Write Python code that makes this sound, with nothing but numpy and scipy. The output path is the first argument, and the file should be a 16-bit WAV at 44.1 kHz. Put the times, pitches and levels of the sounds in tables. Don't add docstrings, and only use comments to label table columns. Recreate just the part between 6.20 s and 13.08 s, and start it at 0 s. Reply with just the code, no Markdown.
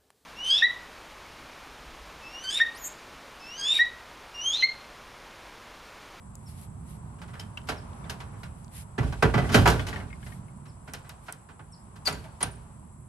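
import sys
import numpy as np
from scipy import signal
from scipy.fft import rfft, irfft, next_fast_len
from scipy.io import wavfile
from scipy.ndimage import uniform_filter1d

SR = 44100
rng = np.random.default_rng(int(sys.argv[2]) if len(sys.argv) > 2 else 0)


def unload_audio(sound):
    columns = np.transpose(np.atleast_2d(sound))
    steps = np.round(np.clip(columns, -1, 1) * 32767)
    wavfile.write(sys.argv[1], SR, steps.astype(np.int16))


N = 303408
T = np.arange(N) / SR
SPAN = SR // 2
FFT_SIZE = next_fast_len(N + SR)
HZ = np.maximum(np.arange(FFT_SIZE // 2 + 1) * SR / FFT_SIZE, 1)
BANDS_HZ = 30 * 2 ** (np.arange(19) / 2)
BASS_TOP_HZ, LINGER_DB = 300, -21

# (time [s], level [dB], bass thud [dB re level], hardness [dB re level], chatter [ms])
BLOWS = [(0.983, -56, -7, -5, 4), (1.0152, -41, -28, -6.5, 2.8), (1.0744, -49.5, -12, -6, 9.7),
         (1.1315, -39.5, -37, -12.5, 8.4), (1.1951, -40.5, -14, 3, 1.6), (1.3726, -42, -26, -4, 0.66),
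         (1.468, -48.5, -7, 3.5, 7.7), (1.486, -26, -11, -4, 3.1), (1.804, -53, -7, -28, 3),
         (1.8405, -47, 1, -10, 8.5), (1.8953, -33.5, -19, 1, 1.66), (2.0005, -38.5, -32, -6.5, 3.5),
         (2.1233, -51, 4.5, -16, 13), (2.2305, -40.5, -34, -5, 2.5), (2.7784, -27.5, 8.5, -11.5, 4.5),
         (2.8276, -40, 3.5, -7, 3.4), (2.9235, -35, -8, -8.5, 1.4), (3.023, -15.5, -1.5, -11.5, 2.54),
         (3.138, -20.5, 1.5, -13, 2.6), (3.1737, -23, -1, -12, 6.1), (3.251, -38, 9, -32, 3),
         (3.2865, -30, -0.5, -6.5, 10), (3.3097, -24.5, -4, 1.5, 36), (3.342, -12, 0.5, -5, 2.9),
         (3.4545, -13.5, -7.5, -12.5, 4.5), (3.4743, -21, -4.5, 1, 1.5), (3.4974, -25.5, -1, 1.5, 2.9),
         (3.592, -37, 1.5, -5, 5.3), (3.666, -36.5, -5.5, 1.5, 2.4), (3.684, -36, -6, 0, 2.6),
         (3.7263, -36.5, -2, -7, 7.8), (3.7594, -41.5, 5, -7.5, 9.3), (3.7999, -43, 4, -17, 7.5),
         (4.0608, -46.5, -1.5, -3, 4), (4.4533, -52, -0.5, -4, 4.6), (4.674, -43, -3.5, -8, 4.5),
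         (4.7338, -38.5, -13, 1.5, 2.8), (4.841, -49.5, -13, -6, 9), (4.893, -45, -11, 1.5, 2.1),
         (5.058, -54.5, -1, 3, 8), (5.0806, -34.5, -30, -15, 3.2), (5.124, -53.5, -1, 6, 1.4),
         (5.2848, -47, -4, -11, 5), (5.3922, -45.5, -3, -17.5, 2.2), (5.7559, -53, 9, 0, 2.8),
         (5.8491, -41.5, -12, 11.5, 10.6), (5.8701, -26, -13.5, 0.5, 4.3), (5.9234, -40, 6, -7, 1.9),
         (6.039, -47, 2, -5, 2.87), (6.2034, -33, -10, 0, 6.3), (6.2268, -28.5, -8.5, -0.5, 1.6)]
def coupler_blows():
    bands, t = dense_mode_bands(), T[:SPAN]
    out = np.zeros((2, 2, N + SPAN))
    grit = undb(wander(150))
    pan = undb([-.75, .75])[:, None, None]
    draws = rng.standard_normal((len(BLOWS), 4, SPAN))
    offsets = (rng.random(len(BLOWS)) * N).astype(int)
    for (s, db, thud_db, hard_db, chatter_ms), draw, at in zip(BLOWS, draws, offsets):
        rise = (1 - np.exp(-t * 2000 / chatter_ms)) ** 2
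        decay = np.exp(-t * 1000 / min(chatter_ms, 30))
        chatter = draw[0] * undb(4.5 * draw[1]) * rise * decay
        chatter /= np.sqrt(np.sum(chatter ** 2))
        mid_db = -8 + .26 * thud_db + .067 * (db + 38.5)
        colour_db = [thud_db, mid_db, 0, hard_db, 1.25 * hard_db - 10]
        t60_scale = 1.035 * (chatter_ms / 4) ** .35
        bass, dense, modes = frame(bands[..., at:at + SPAN], colour_db, t60_scale, draw[2:])
        build_up = np.sqrt(np.cumsum(chatter ** 2))
        upper = dense * build_up * np.roll(grit, at)[:SPAN]
        upper[0] += undb(1) * signal.fftconvolve(modes, chatter[:SPAN // 4])[:SPAN]
        add_at(out, s, undb(db) * (bass + pan * upper))
    left, right = (stereo(*side[:, :N], NEAR) for side in out)
    return np.array([left[0], right[1]])

# (frequency [Hz], level [dB], base t60 [s])
FRAME_MODES = [(61.76, -11, 0.91), (97.3, -2, .3), (119.8, -1, 0.3), (154.5, -1.5, 0.23),
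               (193.3, -6.5, 0.17), (449, -9, 0.32), (615, -13, 0.077), (702, -5.5, 0.11), (865, -5, .15),
               (1127, -7.5, 0.093), (1308, -11.5, .12), (1377, -15, 0.091), (1480, -24, 0.065),
               (1997, -7, 0.097), (2250, -12.5, 0.059), (3080, -13.5, 0.1), (3970, -21, 0.12),
               (4900, -17.5, 0.071)]
def frame(bands, colour_db, t60_scale, spot):
    tint, centre_hz = list(zip(COLOUR_HZ, colour_db)), BANDS_HZ[:, None]
    dense_t60 = t60_scale * over_hz(DENSE_MODES, centre_hz, col=2)
    dense = bands * ring_envelope(centre_hz, dense_t60, tint, LINGER_DB)
    hz, db, t60 = np.transpose(FRAME_MODES)[..., None]
    spot_level, spot_phase = spot[:, :len(hz), None]
    low_band, low_mode = BANDS_HZ < BASS_TOP_HZ, hz[:, 0] < BASS_TOP_HZ
    linger_db = np.where(low_mode, LINGER_DB, -29)[:, None]
    modes = undb(db + 2.5 * spot_level) * np.sin(2 * np.pi * hz * T[:SPAN] + 2 * spot_phase)
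    modes *= ring_envelope(hz, t60_scale * t60, tint, linger_db)
    bass = dense[:, low_band].sum(axis=1)
    bass[0] += modes[low_mode].sum(axis=0)
    taper = np.cos(np.pi / 2 * T[:SPAN] / T[SPAN])
    return bass * taper, dense[:, ~low_band].sum(axis=1) * taper, modes[~low_mode].sum(axis=0) * taper

COLOUR_HZ = [100, 400, 1600, 4500, 10000]
def ring_envelope(hz, t60, tint, linger_db, linger_stretch=5.03):
    t = T[:SPAN]
    rise_s = .03 * (100 / np.maximum(hz, 80)) ** 1.49
    rise = 1 - np.exp(-(t / rise_s) ** 2)
    fade = 1000 ** (-t / t60) + undb(linger_db) * 1000 ** (-t / (t60 * linger_stretch))
    return undb(over_hz(tint, hz)) * rise * fade

# (frequency [Hz], level [dB], base t60 [s])
DENSE_MODES = [(35, -31, 1), (59, -8.5, 0.57), (120, -7.5, 0.4), (307, -9.5, 0.35), (1020, -8.5, 0.19),
               (2700, -12, 0.16), (9200, -8.5, 0.064), (12300, -6.5, 0.22), (12800, -28.5, .05),
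               (16000, -35, 0.093)]
def dense_mode_bands(ripple_db=3, ripple_hz=45):
    noise = rfft(rng.standard_normal((2, 1, FFT_SIZE)))
    lumps = smooth(rng.standard_normal(len(HZ)), int(ripple_hz * FFT_SIZE / SR))
    depth_db = ripple_db * (HZ > BASS_TOP_HZ) / (1 + (HZ / 3000) ** 2)
    gains = undb(depth_db * lumps / lumps.std()) * np.exp(-(2 * np.log2(HZ / BANDS_HZ[:, None])) ** 2)
    gains /= np.sqrt(np.mean(gains ** 2, axis=1, keepdims=True))
    return irfft(noise * gains * undb(over_hz(DENSE_MODES)), FFT_SIZE)

# (time [s], relative level [dB])
CLINKS = [(3.2214, -35.5), (3.2464, -36.5), (3.5932, -25), (3.6666, -35), (3.7269, -30.5), (3.7584, -30.5),
          (3.7988, -38), (3.9015, -45), (3.927, -40), (4.0272, -42), (4.0642, -46), (4.119, -45.5),
          (4.2817, -53), (4.4543, -54)]
# (frequency [Hz], level [dB], t60 [s])
LINK_MODES = [(1550, -6.5, .04), (1790, -2.5, 0.034), (1870, 1, .05), (2130, 3, 0.061), (2220, -5.5, .045),
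              (2520, -6.5, .04), (2900, -9, .035)]
def safety_chain(gain_db=-7, knock_ms=2.5, spread_db=4, detune=.02):
    out, t = np.zeros((2, N + SPAN)), T[:SPAN // 4]
    hz, db, t60 = np.transpose(LINK_MODES)[..., None]
    draws = rng.standard_normal((len(CLINKS), 2, 2, len(hz), 1))
    knocks = rng.standard_normal((len(CLINKS), len(t))) ** 3 * t * np.exp(-t * 1000 / knock_ms)
    for (s, clink_db), (size, tune), knock in zip(CLINKS, draws, knocks):
        tones = np.sin(2 * np.pi * hz * (1 + detune * tune) * t)
        ring = undb(db + spread_db * size) * tones * 1000 ** (-t / t60)
        clink = signal.fftconvolve(ring.sum(axis=1), knock[None] / np.sqrt(np.sum(knock ** 2)))
        add_at(out, s, undb(clink_db + gain_db) * clink)
    return stereo(*out[:, :N], NEAR)

# (time [s], pitch [Hz], level [dB], t60 [s], left minus right [dB])
PINGS = [(1.195, 5150, -34, 0.023, -8), (1.2, 3120, -47.5, .18, 0), (1.373, 2720, -18, 0.02, 3),
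         (1.377, 3050, -20, 0.014, -3), (1.841, 2260, -39, 0.028, -3), (1.842, 3550, -45, 0.033, -4),
         (3.29, 3030, -33, 0.037, 0), (3.594, 3420, -39, 0.096, -2), (3.683, 2980, -27.5, 0.029, -2),
         (5.522, 8400, -44.5, 0.034, 0), (5.856, 4820, -28, 0.045, 7.5), (5.863, 4620, -20.5, 0.081, 10),
         (5.869, 4400, -13.5, 0.038, 3), (5.89, 4480, -51, .5, 6), (5.888, 5300, -39, .045, 3),
         (5.925, 7100, -42, 0.088, 3), (5.925, 8930, -36, .04, 1), (6.043, 645, -35, 0.084, 0),
         (6.047, 900, -43, 0.16, 0), (6.228, 9240, -9, 0.028, 1), (6.25, 9270, -50, 0.48, -2)]
def pings(rise_cycles=7.5, steady_s=.03):
    out, side, t = np.zeros((2, N)), np.array([[.5], [-.5]]), T[:SPAN]
    drift_db = 6 * wander(130)
    for s, hz, db, t60, pan_db in PINGS:
        lead_rad = 1.27 * (hz / 4500) ** .45
        tone = np.sin(2 * np.pi * hz * t + side * lead_rad)
        envelope = (1 - np.exp(-t * hz / rise_cycles)) * 1000 ** (-t / t60)
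        waver_db = drift_db[int(s * SR):][:SPAN] * (1 - np.exp(-t / steady_s))
        add_at(out, s, undb(db + side * pan_db + waver_db) * envelope * tone)
    return out

# (time [s], level [dB], centre [Hz])
TICKS = [(0.154, -37.5, 7700), (0.414, -42, 10000), (1.105, -56, 4000), (1.146, -59, 6000),
         (1.417, -51, 3000), (1.733, -50, 3200), (2.446, -49.5, 4960), (2.481, -54.5, 4530),
         (4.736, -27, 8700), (4.893, -37, 9900), (5.125, -29.5, 9200)]
def ticks(width_octaves=.72, decay_ms=1.24, top_hz=12800):
    out, t = np.zeros((2, N)), T[:1024]
    hz = np.maximum(np.fft.rfftfreq(len(t), 1 / SR), 1)
    for s, db, centre_hz in TICKS:
        band = np.exp(-(np.log2(hz / centre_hz) / width_octaves) ** 2) / (1 + (hz / top_hz) ** 10)
        noise = irfft(rfft(rng.standard_normal((2, len(t)))) * band)
        add_at(out, s, at_level(noise, db) * np.exp(-t * 1000 / decay_ms))
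    return stereo(*out, NEAR)

def load_shake(gain_db=-36, peak_s=.072):
    power = np.zeros(N)
    for s, db, thud_db, *_ in BLOWS:
        age = np.maximum(T - s, 0) / peak_s
        power += undb(2 * (db + thud_db + gain_db)) * age * np.exp(1 - age)
    return np.sqrt(power)

# (time [s], length [s], level [dB])
SCUFFS = [(0.16, 0.28, -67), (0.323, 0.18, -62), (0.612, 0.2, -65.5), (1.0, 0.26, -79), (1.973, .08, -74),
          (2.15, 0.12, -75), (2.3, 0.21, -70), (2.49, 0.17, -52.5), (3.972, 0.26, -65), (4.614, .12, -75.5),
          (4.996, 0.15, -67.5), (5.898, 0.06, -72)]
def grass_and_load():
    grains = rng.standard_normal((2, N)) * undb(2 * rng.exponential(size=(2, N)))
    rustle_db = over_hz([(600, -20), (2000, 3.5), (6000, -3.5), (9000, -6), (10500, -14), (12000, -38.5)])
    hiss_db = over_hz([(6000, -24), (8500, -5.5), (11500, 2.5), (12300, -10),
                       (13000, -36), (16000, -37.5)])
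    swish, shake = np.zeros(N), load_shake()
    for s, length_s, db in SCUFFS:
        progress = np.clip((T - s) / length_s, 0, 1)
        swish += undb(db) * np.abs(np.sin(np.pi * progress)) ** 2.2
    rustle = at_level(filtered(grains, undb(rustle_db)), 0) * (swish + shake)
    hiss = at_level(filtered(grains, undb(hiss_db)), 0) * (undb(3.5) * swish + undb(-12) * shake)
    flicker = undb(2.3 * wander(40))
    return stereo(*(rustle + hiss) * flicker, FAR)

# (time [s], level [dB])
CHIPS = [(0.258, -53.5), (1.565, -52.5), (4.477, -59), (5.52, -51)]
def bird(length_s=.034):
    out, progress = np.zeros(N), T[:int(length_s * SR)] / length_s
    hz = np.interp(progress, [0, .6, 1], [5700, 5190, 3830])
    chip = np.sin(np.pi * progress) * np.sin(2 * np.pi * np.cumsum(hz) / SR)
    for s, db in CHIPS:
        add_at(out, s, undb(db) * chip)
    return out

def tree_echo(x, t60_s=.28, rise_s=.011):
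    t = T[:SR]
    tail = rng.standard_normal((2, SR)) * 1000 ** (-t / t60_s) * (1 - np.exp(-t / rise_s))
    tail /= np.sqrt(np.sum(tail ** 2) / 2)
    colour_db = over_hz([(100, -1.5), (500, 7), (6000, 5), (12000, 2.5)])
    return filtered(tail, rfft(x, FFT_SIZE) * undb(colour_db))

# (time [s], relative rumble [dB], relative tyre hiss [dB])
TRAFFIC_LEVELS = [(0, -48, -58), (.75, -45.5, -57.5), (1.7, -46, -54.5), (2.5, -45.5, -58),
                  (4.2, -46.5, -58), (4.9, -54, -61), (5.7, -50, -59.5), (6.3, -46.5, -60),
                  (6.88, -45.5, -62)]
# (frequency [Hz], relative density [dB])
TRAFFIC_SPECTRUM = [(12, -51.5), (20, -23.5), (65, -1), (149, -2.5), (248, -11), (280, -21), (365, -18),
                    (454, -23.5), (1010, -15.5), (1680, -30.5), (3820, -42.5), (5230, -43.5), (6500, -43),
                    (8450, -117), (14300, -120)]
def traffic(noise, crossover_hz=350):
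    times, rumble_db, tyre_db = np.transpose(TRAFFIC_LEVELS)
    spectrum = undb(over_hz(TRAFFIC_SPECTRUM))
    low = 1 / (1 + (HZ / crossover_hz) ** 4)
    out = 0
    for band, db, gain_db in [(low, rumble_db, .61), (1 - low, tyre_db, 2.2)]:
        swell = undb(np.interp(T, times, db) + 1.8 * wander(3))
        out += at_level(filtered(noise, band * spectrum), gain_db) * swell
    return out

# (centre [Hz], width [Hz], level [dB])
INSECT_BANDS = [(7740, 310, -72), (9520, 450, -71.5), (10890, 180, -71.5), (8150, 1300, -69)]
def insects(noise):
    out = 0
    for hz, width_hz, db in INSECT_BANDS:
        band = np.exp(-((HZ - hz) / width_hz) ** 2)
        throb = undb(1.1 * wander(90) + .7 * wander(1.3))
        out += at_level(filtered(noise, band), db) * throb
    return out

# (frequency [Hz], left lead [rad])
NEAR = ([(60, -3), (300, -2.5), (600, -2), (2000, -0.5), (5000, 5), (10000, 1)], [(150, 1), (350, 0.77),
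        (700, 0.51), (1400, 0.48), (2800, 0.32), (8000, 0.88)], [(60, 0.48), (300, 0.28), (700, -0.39),
        (2070, -1.1), (4650, -0.92), (7670, 1), (12000, -0.18)])
FAR = ([(60, -3.5), (300, -3.5), (1000, 1.5), (3000, -0.5), (8000, 1.5)], [(150, 1), (350, 0.32),
       (700, 0.33), (1400, 0.24), (5000, 0.075), (9000, 0.78)], [(300, 0.11), (1100, 1.5), (5000, 2.7),
       (9000, 4.8)])
def stereo(shared, twin, image):
    balance_db, coherence, lead_rad = (over_hz(curve) for curve in image)
    side = np.array([[1], [-1]])
    mid = np.sqrt((1 + coherence) / 2) * rfft(shared, FFT_SIZE)
    spread = np.sqrt((1 - coherence) / 2) * rfft(twin, FFT_SIZE)
    placement = undb(side * balance_db / 2) * np.exp(side * .5j * lead_rad)
    return irfft((mid + side * spread) * placement, FFT_SIZE)[:, :N]

def undb(db):
    return 10 ** (np.asarray(db) / 20)

def at_level(x, db):
    return x * undb(db) / np.sqrt(np.mean(x ** 2))

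def add_at(out, s, sound):
    out[..., int(s * SR):int(s * SR) + sound.shape[-1]] += sound

def over_hz(table, hz=HZ, col=1):
    table = np.array(table, float)
    return np.interp(np.log(hz), np.log(table[:, 0]), table[:, col])

def filtered(x, gain):
    return irfft(rfft(x, FFT_SIZE) * gain, FFT_SIZE)[..., :N]

def smooth(x, width):
    return uniform_filter1d(uniform_filter1d(x, width), width)

def wander(rate_hz):
    hold = int(SR / rate_hz)
    return 1.3 * smooth(np.repeat(rng.standard_normal(N // hold + 1), hold), hold)[:N]

def scene():
    clatter = coupler_blows() + safety_chain() + pings() + ticks()
    chips = bird()
    echo = undb(-23) * tree_echo(clatter.mean(axis=0)) + undb(-9.5) * tree_echo(chips)
    rustle = grass_and_load()
    noise = rng.standard_normal((2, N))
    background = stereo(*(traffic(noise) + insects(noise)), FAR)
    return clatter + chips + echo + rustle + background

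def record(dry):
    return signal.sosfilt(signal.ellip(8, .2, 70, 15800, fs=SR, output="sos"), dry)

dry = scene()
out = record(dry)
unload_audio(out)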